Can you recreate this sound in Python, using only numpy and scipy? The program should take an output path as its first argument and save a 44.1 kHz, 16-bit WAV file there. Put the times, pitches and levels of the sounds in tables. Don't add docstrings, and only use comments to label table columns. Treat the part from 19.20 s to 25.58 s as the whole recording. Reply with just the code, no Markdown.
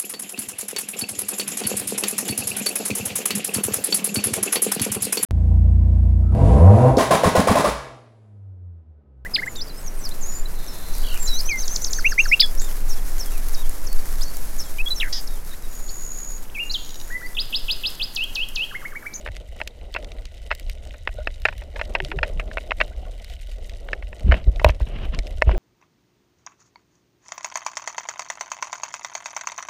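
import sys
import numpy as np
from scipy import signal
from scipy.fft import rfft, irfft, next_fast_len
from scipy.io import wavfile
from scipy.ndimage import uniform_filter1d

SR = 44100
rng = np.random.default_rng(int(sys.argv[2]) if len(sys.argv) > 2 else 0)


def to_wav(s):
    ch = np.atleast_2d(s).T
    pcm = np.round(np.clip(ch, -1, 1) * 32767)
    wavfile.write(sys.argv[1], SR, pcm.astype(np.int16))


N = 281358


def from_db(db):
    return 10 ** (np.asarray(db) / 20)


def rms_one(x):
    return x / np.sqrt(np.mean(x ** 2) + 1e-20)


def bandpass(x, band_hz, order=2):
    return signal.sosfilt(signal.butter(order, band_hz, "band", fs=SR, output="sos"), x)


def in_time(rows):
    s, *columns = np.transpose(rows)
    return [np.interp(np.arange(N) / SR, s, c, left=-120, right=-120) for c in columns]


def drift(rate_hz):
    pole = np.exp(-80 * np.pi * rate_hz / SR)
    noise = rng.standard_normal(N // 40 + 2002)
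    slow = signal.lfilter([1], [1, -2 * pole, pole * pole], noise)[2000:]
    return np.interp(np.arange(N) / 40, np.arange(len(slow)), rms_one(slow))


def colour(x, spectrum, peaks=()):
    size = next_fast_len(N + 8192)
    hz = np.maximum(np.arange(size // 2 + 1) * SR / size, 1)
    points = np.array(spectrum)
    gain = from_db(np.interp(np.log(hz), np.log(points[:, 0]), points[:, 1]))
    for peak_hz, width_hz, peak_db in peaks:
        detuning = 2 * (hz - peak_hz) / width_hz
        gain = gain * np.sqrt(1 + from_db(2 * peak_db) / (1 + detuning ** 2))
    cepstrum = irfft(np.log(gain), size)
    cepstrum[1:size // 2] *= 2
    cepstrum[size // 2 + 1:] = 0
    return irfft(rfft(x, size) * np.exp(rfft(cepstrum)), size)[:N]


def ring(force, hz, t60):
    radius, angle = from_db(-60 / (t60 * SR)), 2 * np.pi * hz / SR
    poles = [1, -2 * radius * np.cos(angle), radius * radius]
    return signal.lfilter([0, np.sin(angle)], poles, force + 1e-18)


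def swells(length_s):
    t = np.arange(2048) / SR / np.reshape(length_s, (-1, 1))
    envelope = t * (np.exp(-4.0 * t) + 0.038 * np.exp(-1.1 * t))
    return rng.standard_normal(t.shape) * envelope


def place(times, levels_db, sounds):
    out, size = np.zeros(N + 2048), sounds.shape[1]
    loudest = np.sqrt(uniform_filter1d(sounds ** 2, size=88, axis=1).max(axis=1))
    for s, gain, sound in zip(times, from_db(levels_db) / loudest, sounds):
        start = round(s * SR)
        out[start:start + size] += gain * sound
    return out[:N]


# time in seconds, surge level in dB, rush level in dB.
WATER_LEVELS = [(0, -34.5, -49.5), (0.85, -34, -48), (1.25, -35.5, -52.5), (1.7, -32.5, -53),
                (2.1, -28.5, -54.5), (2.7, -30.5, -43.5), (3.1, -26.5, -42), (3.5, -31, -45.5),
                (3.9, -35, -46.5), (4.1, -33, -58.5), (4.7, -33.5, -48), (4.95, -32.5, -49.5),
                (5.35, -20, -44.5), (5.56, -25.5, -47), (6.2, -27, -42), (6.38, -27, -37)]
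# frequency in Hz, relative density in dB per Hz.
SURGE_SPECTRUM = [(11, -18), (28, 4), (62, -4.5), (110, -23.5), (200, -38.5), (500, -120)]
# frequency in Hz, relative density in dB per Hz.
RUSH_SPECTRUM = [(90, -17.5), (160, -2.5), (300, -6), (480, -2), (620, 3), (950, -19.5), (1400, -23),
                 (2500, -57)]


def water():
    surge_db, rush_db = in_time(WATER_LEVELS)
    surge = colour(rng.standard_normal(N), SURGE_SPECTRUM) * from_db(2.0 * drift(8.6))
    patches = rng.standard_normal(N) * from_db(4.07 * drift(19.5))
    rush = colour(patches, RUSH_SPECTRUM)
    return from_db(surge_db) * rms_one(surge) + from_db(rush_db) * rms_one(rush)


# frequency in Hz, relative density in dB per Hz.
FAR_SPECTRUM = [(700, -1), (1300, -9), (1800, -4), (2100, 0), (5200, -5), (9900, -10), (10700, -16),
                (15100, -14.5), (15800, -48)]
# frequency in Hz, width in Hz, strength in dB.
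STEADY_SHELL_PEAKS = [(1460, 60, 11), (1980, 200, 7), (2950, 300, 6), (3800, 300, 4)]
FAR_SNAPS_PER_S = 55
FAR_CLUMPS_DB, FAR_SPREAD_DB, FAR_OVER_HISS_DB = 5, 4.5, 6.5


def far_shrimp():
    crackle, smear_pole = 0, np.exp(-1 / (0.0016 * SR))
    rate = FAR_SNAPS_PER_S * from_db(FAR_CLUMPS_DB * drift(12.0))
    bands = [[hz / 1.06, hz * 1.083] for hz, *_ in STEADY_SHELL_PEAKS[1:]]
    bands += [[1000, 19600]]
    bands += [[hz, 2.4 * hz] for hz in np.geomspace(1800, 8500, len(STEADY_SHELL_PEAKS))]
    for band_hz in bands:
        sizes = from_db(FAR_SPREAD_DB * np.minimum(rng.exponential(1, N), 3.5))
        snaps = sizes * (rng.random(N) < rate / SR)
        smeared = signal.lfilter([1], [1, -smear_pole], snaps) * rng.standard_normal(N)
        crackle = crackle + bandpass(smeared, band_hz)
    hiss = rng.standard_normal(N) * from_db(0.64 * drift(16.0))
    colony = from_db(FAR_OVER_HISS_DB) * rms_one(crackle) + hiss
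    return from_db(-54.0) * rms_one(colour(colony, FAR_SPECTRUM, STEADY_SHELL_PEAKS))


# start in seconds, level of the middle modes
# over the loudest 2 ms in dB, slip length in ms.
HOUSING_TICKS = [(0.061, -26.5, 3.7), (0.075, -28, 1.1), (0.085, -32.5, 3.5), (0.402, -30, 3.1),
                 (0.414, -19.5, 2.7), (0.747, -25.5, 5.6), (0.762, -20.5, 5), (1.306, -24.5, 2.4),
                 (1.313, -14.5, 4.2), (1.324, -24, 2.9), (1.74, -41, 7.5), (1.874, -16, 2.2),
                 (1.89, -36, 1.7), (2.072, -16.5, 2.8), (2.2521, -8, 5.4), (2.285, -18, 4.5),
                 (2.325, -36, 5.3), (2.417, -39, 7.4), (2.558, -30.5, 11), (2.593, -30, 8.2),
                 (2.613, -19, 3.5), (2.75, -12, 4.8), (2.802, -17.5, 0.96), (2.915, -23.5, 4.7),
                 (2.988, -20.5, 1.7), (3.03, -11.5, 5.3), (3.196, -23.5, 5.5), (3.313, -31.5, 3.6),
                 (3.372, -17, 0.64), (3.382, -22, 0.82), (3.508, -19.5, 1.6), (3.518, -14.5, 0.91),
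                 (3.602, -16.5, 5), (3.611, -10.5, 3.9), (4.687, -30, 0.61), (4.731, -17, 2.74),
                 (4.824, -34.5, 4.5), (4.929, -34.5, 1.4), (5.113, -21.5, 2.8), (5.12, -11.5, 3.9),
                 (5.142, -20.5, 0.82), (5.396, -25, 5.2), (5.445, -6, 2.1), (5.492, -22.5, 5.7),
                 (5.606, -42, 14), (6.216, -31, 2.2), (6.221, -6.5, 0.67), (6.293, -30, 1.7),
                 (6.312, -32, 9.8), (6.347, -34.5, 1.3)]
# frequency in Hz, relative level in dB, 60 dB decay in s.
SHELL_MODES = [(626, -1.5, 0.024), (788, -7.5, 0.01), (942, -5.5, 0.016), (1510, -11.5, 0.018),
               (1820, 3, 0.0074), (2184, -8.5, 0.017), (2603, 1.5, 0.0073), (3470, 20, 0.0037),
               (4160, 18.5, 0.0058), (5140, 9, 0.013)]
DULL_DB, DULL_PER_DB = -14.5, -0.31


def ticks():
    s, level_db, length_ms = np.transpose(HOUSING_TICKS)
    modes = [from_db(db) * ring(swells(length_ms / 1000), hz, t60) for hz, db, t60 in SHELL_MODES]
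    no_edge = signal.butter(4, 3300, fs=SR, output="sos")
    no_thump = signal.butter(2, 450, "high", fs=SR, output="sos")
    soft = np.vstack([no_edge, no_thump])
    dull, middle = signal.sosfilt(soft, [sum(modes[:3]), sum(modes[3:7])])
    bright = bandpass(sum(modes[7:]), [3000, 7500])
    dull_db = DULL_DB + DULL_PER_DB * level_db
    bright_db = -25.0 + 1.07 * length_ms
    low_and_middle = place(s, level_db + dull_db, dull) + place(s, level_db, middle)
    return low_and_middle + place(s, level_db + bright_db, bright)


# start in seconds, peak of the rocking in dB, pitch in Hz.
SOFT_BUMPS = [(0.094, -27, 69.5), (1.498, -31, 64), (5.041, -11.5, 60.3), (5.062, -15.5, 79),
              (5.087, -1.5, 57.7), (5.116, -6, 54), (5.273, -3, 50), (5.452, -3, 62), (5.491, -8.5, 57),
              (5.611, -10, 51.4), (5.83, -21, 61), (5.979, -14, 39), (6.271, -2.5, 57.6),
              (6.305, -13, 43.3)]


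def bumps():
    out, t = np.zeros(N + 8192), np.arange(8192) / SR
    for s, peak_db, hz in SOFT_BUMPS:
        swing = (1 - np.exp(-t / 0.0046)) ** 3 * from_db(-60 * t * hz / 4.65)
        rock = np.sin(2 * np.pi * hz * t - 2.5) * swing
        start = round(s * SR)
        out[start:start + 8192] += from_db(peak_db) * rock / np.max(np.abs(rock))
    rocking = out[:N]
    push = np.roll(np.abs(rocking), -round(0.0081 * SR))
    grind = bandpass(rng.standard_normal(N), [110, 480], order=3)
    return rocking + from_db(-24.5) * push * rms_one(grind)


# start in seconds, body level in dB, treble level in dB, over the loudest 2 ms.
NEAR_SNAPS = [(0.166, -33, -69), (0.475, -25, -38), (0.741, -28.5, -47), (0.845, -36, -71),
              (0.918, -36.5, -73), (1.054, -36, -52), (1.35, -38, -38), (1.397, -38, -39),
              (1.497, -30.5, -39.5), (2.219, -41, -48), (2.38, -40, -45), (2.653, -41.5, -69),
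              (2.848, -27.5, -65), (4.045, -38, -44), (4.099, -41, -56), (4.495, -37, -54),
              (5.36, -36, -65), (5.445, -19, -28.5), (5.488, -29, -41), (5.502, -34.5, -61),
              (5.547, -45, -65), (5.947, -33.5, -68), (5.989, -25, -56), (6.069, -34.5, -58)]


def near_shrimp():
    s, body_db, treble_db = np.transpose(NEAR_SNAPS)
    body = bandpass(swells(np.full(len(s), .0025)), [1900, 4800])
    treble = bandpass(swells(np.full(len(s), .0015)), [7000, 15000])
    return place(s, body_db, body) + place(s, treble_db, treble)


# start
# in seconds, level in dB before its fades and waver, starting pitch in Hz before its sway.
BUBBLES_AND_SHELL_RINGS = [(1.972, -44, 1490), (1.985, -27.5, 620), (2.003, -46, 1450), (2.8, -27, 375),
                           (2.825, -27, 140), (2.885, -32, 323), (2.935, -26, 377), (2.955, -24, 142),
                           (3.016, -24, 505), (3.065, -33, 494), (3.15, -30, 165), (3.255, -34, 192),
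                           (3.716, -50, 1430), (3.826, -39, 723), (3.852, -51, 1420), (3.862, -50, 1110),
                           (4.1, -41.5, 700), (5.061, -18, 195.4), (5.08, -24.5, 308), (6.33, -23, 365)]


def bubbles_and_shell_rings():
    out, waver = 0, from_db(4 * drift(80.0))
    wander = np.cumsum(0.035 * drift(23.5)) / SR
    for s, level_db, hz in BUBBLES_AND_SHELL_RINGS:
        cycles = hz * np.clip(np.arange(N) / SR - s, 0, .3)
        decay = from_db(level_db - 60 * cycles / (12.6 + 0.09 * hz))
        onset = 1 - np.exp(-cycles / 2.0)
        rising = cycles * (1 + 0.00081 * cycles)
        out = out + decay * onset * np.sin(2 * np.pi * (rising + hz * wander))
    return out * waver


# start in seconds, length in seconds, level at the end in dB.
HAND_RUBS = [(5.075, 0.11, -31), (5.456, 0.03, -30.5), (5.673, 0.17, -32.5), (5.939, 0.0089, -33.5),
             (6.282, 0.038, -32)]
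# frequency in Hz, relative density in dB per Hz.
RUB_SPECTRUM = [(150, 8.5), (600, -6.5), (1200, -11), (3300, -20), (5600, -31.5), (10000, -76)]
# frequency in Hz, width in Hz, strength in dB.
RUBBED_MODE = (2880, 510, 12.7)
RUB_SWELL_DB_PER_S, RUB_ATTACK_DB_PER_S, RUB_RELEASE_DB_PER_S = 69, 590, 462


def rub():
    t, stroke = np.arange(N) / SR, 0
    for s, length, end_db in HAND_RUBS:
        early, late = np.clip(s - t, 0, 1), np.clip(t - s - length, 0, 1)
        below_end_db = RUB_SWELL_DB_PER_S * np.clip(s + length - t, 0, length)
        edges_db = RUB_ATTACK_DB_PER_S * early + RUB_RELEASE_DB_PER_S * late
        stroke = stroke + from_db(end_db - below_end_db - edges_db)
    grains = rng.standard_normal(N) * from_db(2.8 * drift(69.0))
    return stroke * rms_one(colour(grains, RUB_SPECTRUM, [RUBBED_MODE]))


# start in seconds, level over the loudest 2 ms in dB.
SHELL_KNOCKS = [(5.125, -18), (5.141, -20.5), (5.416, -25), (5.4455, 1.5), (5.4636, -11.5), (5.483, -22),
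                (5.4933, -17.5), (5.604, -29.5), (6.221, -12.5), (6.293, -17.5), (6.312, -25.5)]
KNOCK_S = 0.0011


def knocks():
    s, level_db = np.transpose(SHELL_KNOCKS)
    contact_s = KNOCK_S * rng.uniform(0.87, 1.12, (len(s), 1))
    phase = np.clip(np.arange(2048) / SR / contact_s, 0, 1)
    force = -np.sin(2 * np.pi * phase)
    ringing = sum(from_db(db) * ring(force, hz, t60) for hz, db, t60 in SHELL_MODES[:3])
    return place(s, level_db, ringing)


def scene():
    surroundings = water() + far_shrimp() + near_shrimp()
    housing = ticks() + bumps() + bubbles_and_shell_rings() + rub() + knocks()
    return (surroundings + housing)[None]


CUTOFF_HZ = 16500


def record(dry):
    rounded = 1.099 * np.tanh(dry / 1.055)
    return signal.sosfilt(signal.cheby2(12, 60, CUTOFF_HZ, fs=SR, output="sos"), rounded)


dry = scene()
out = record(dry)
to_wav(out)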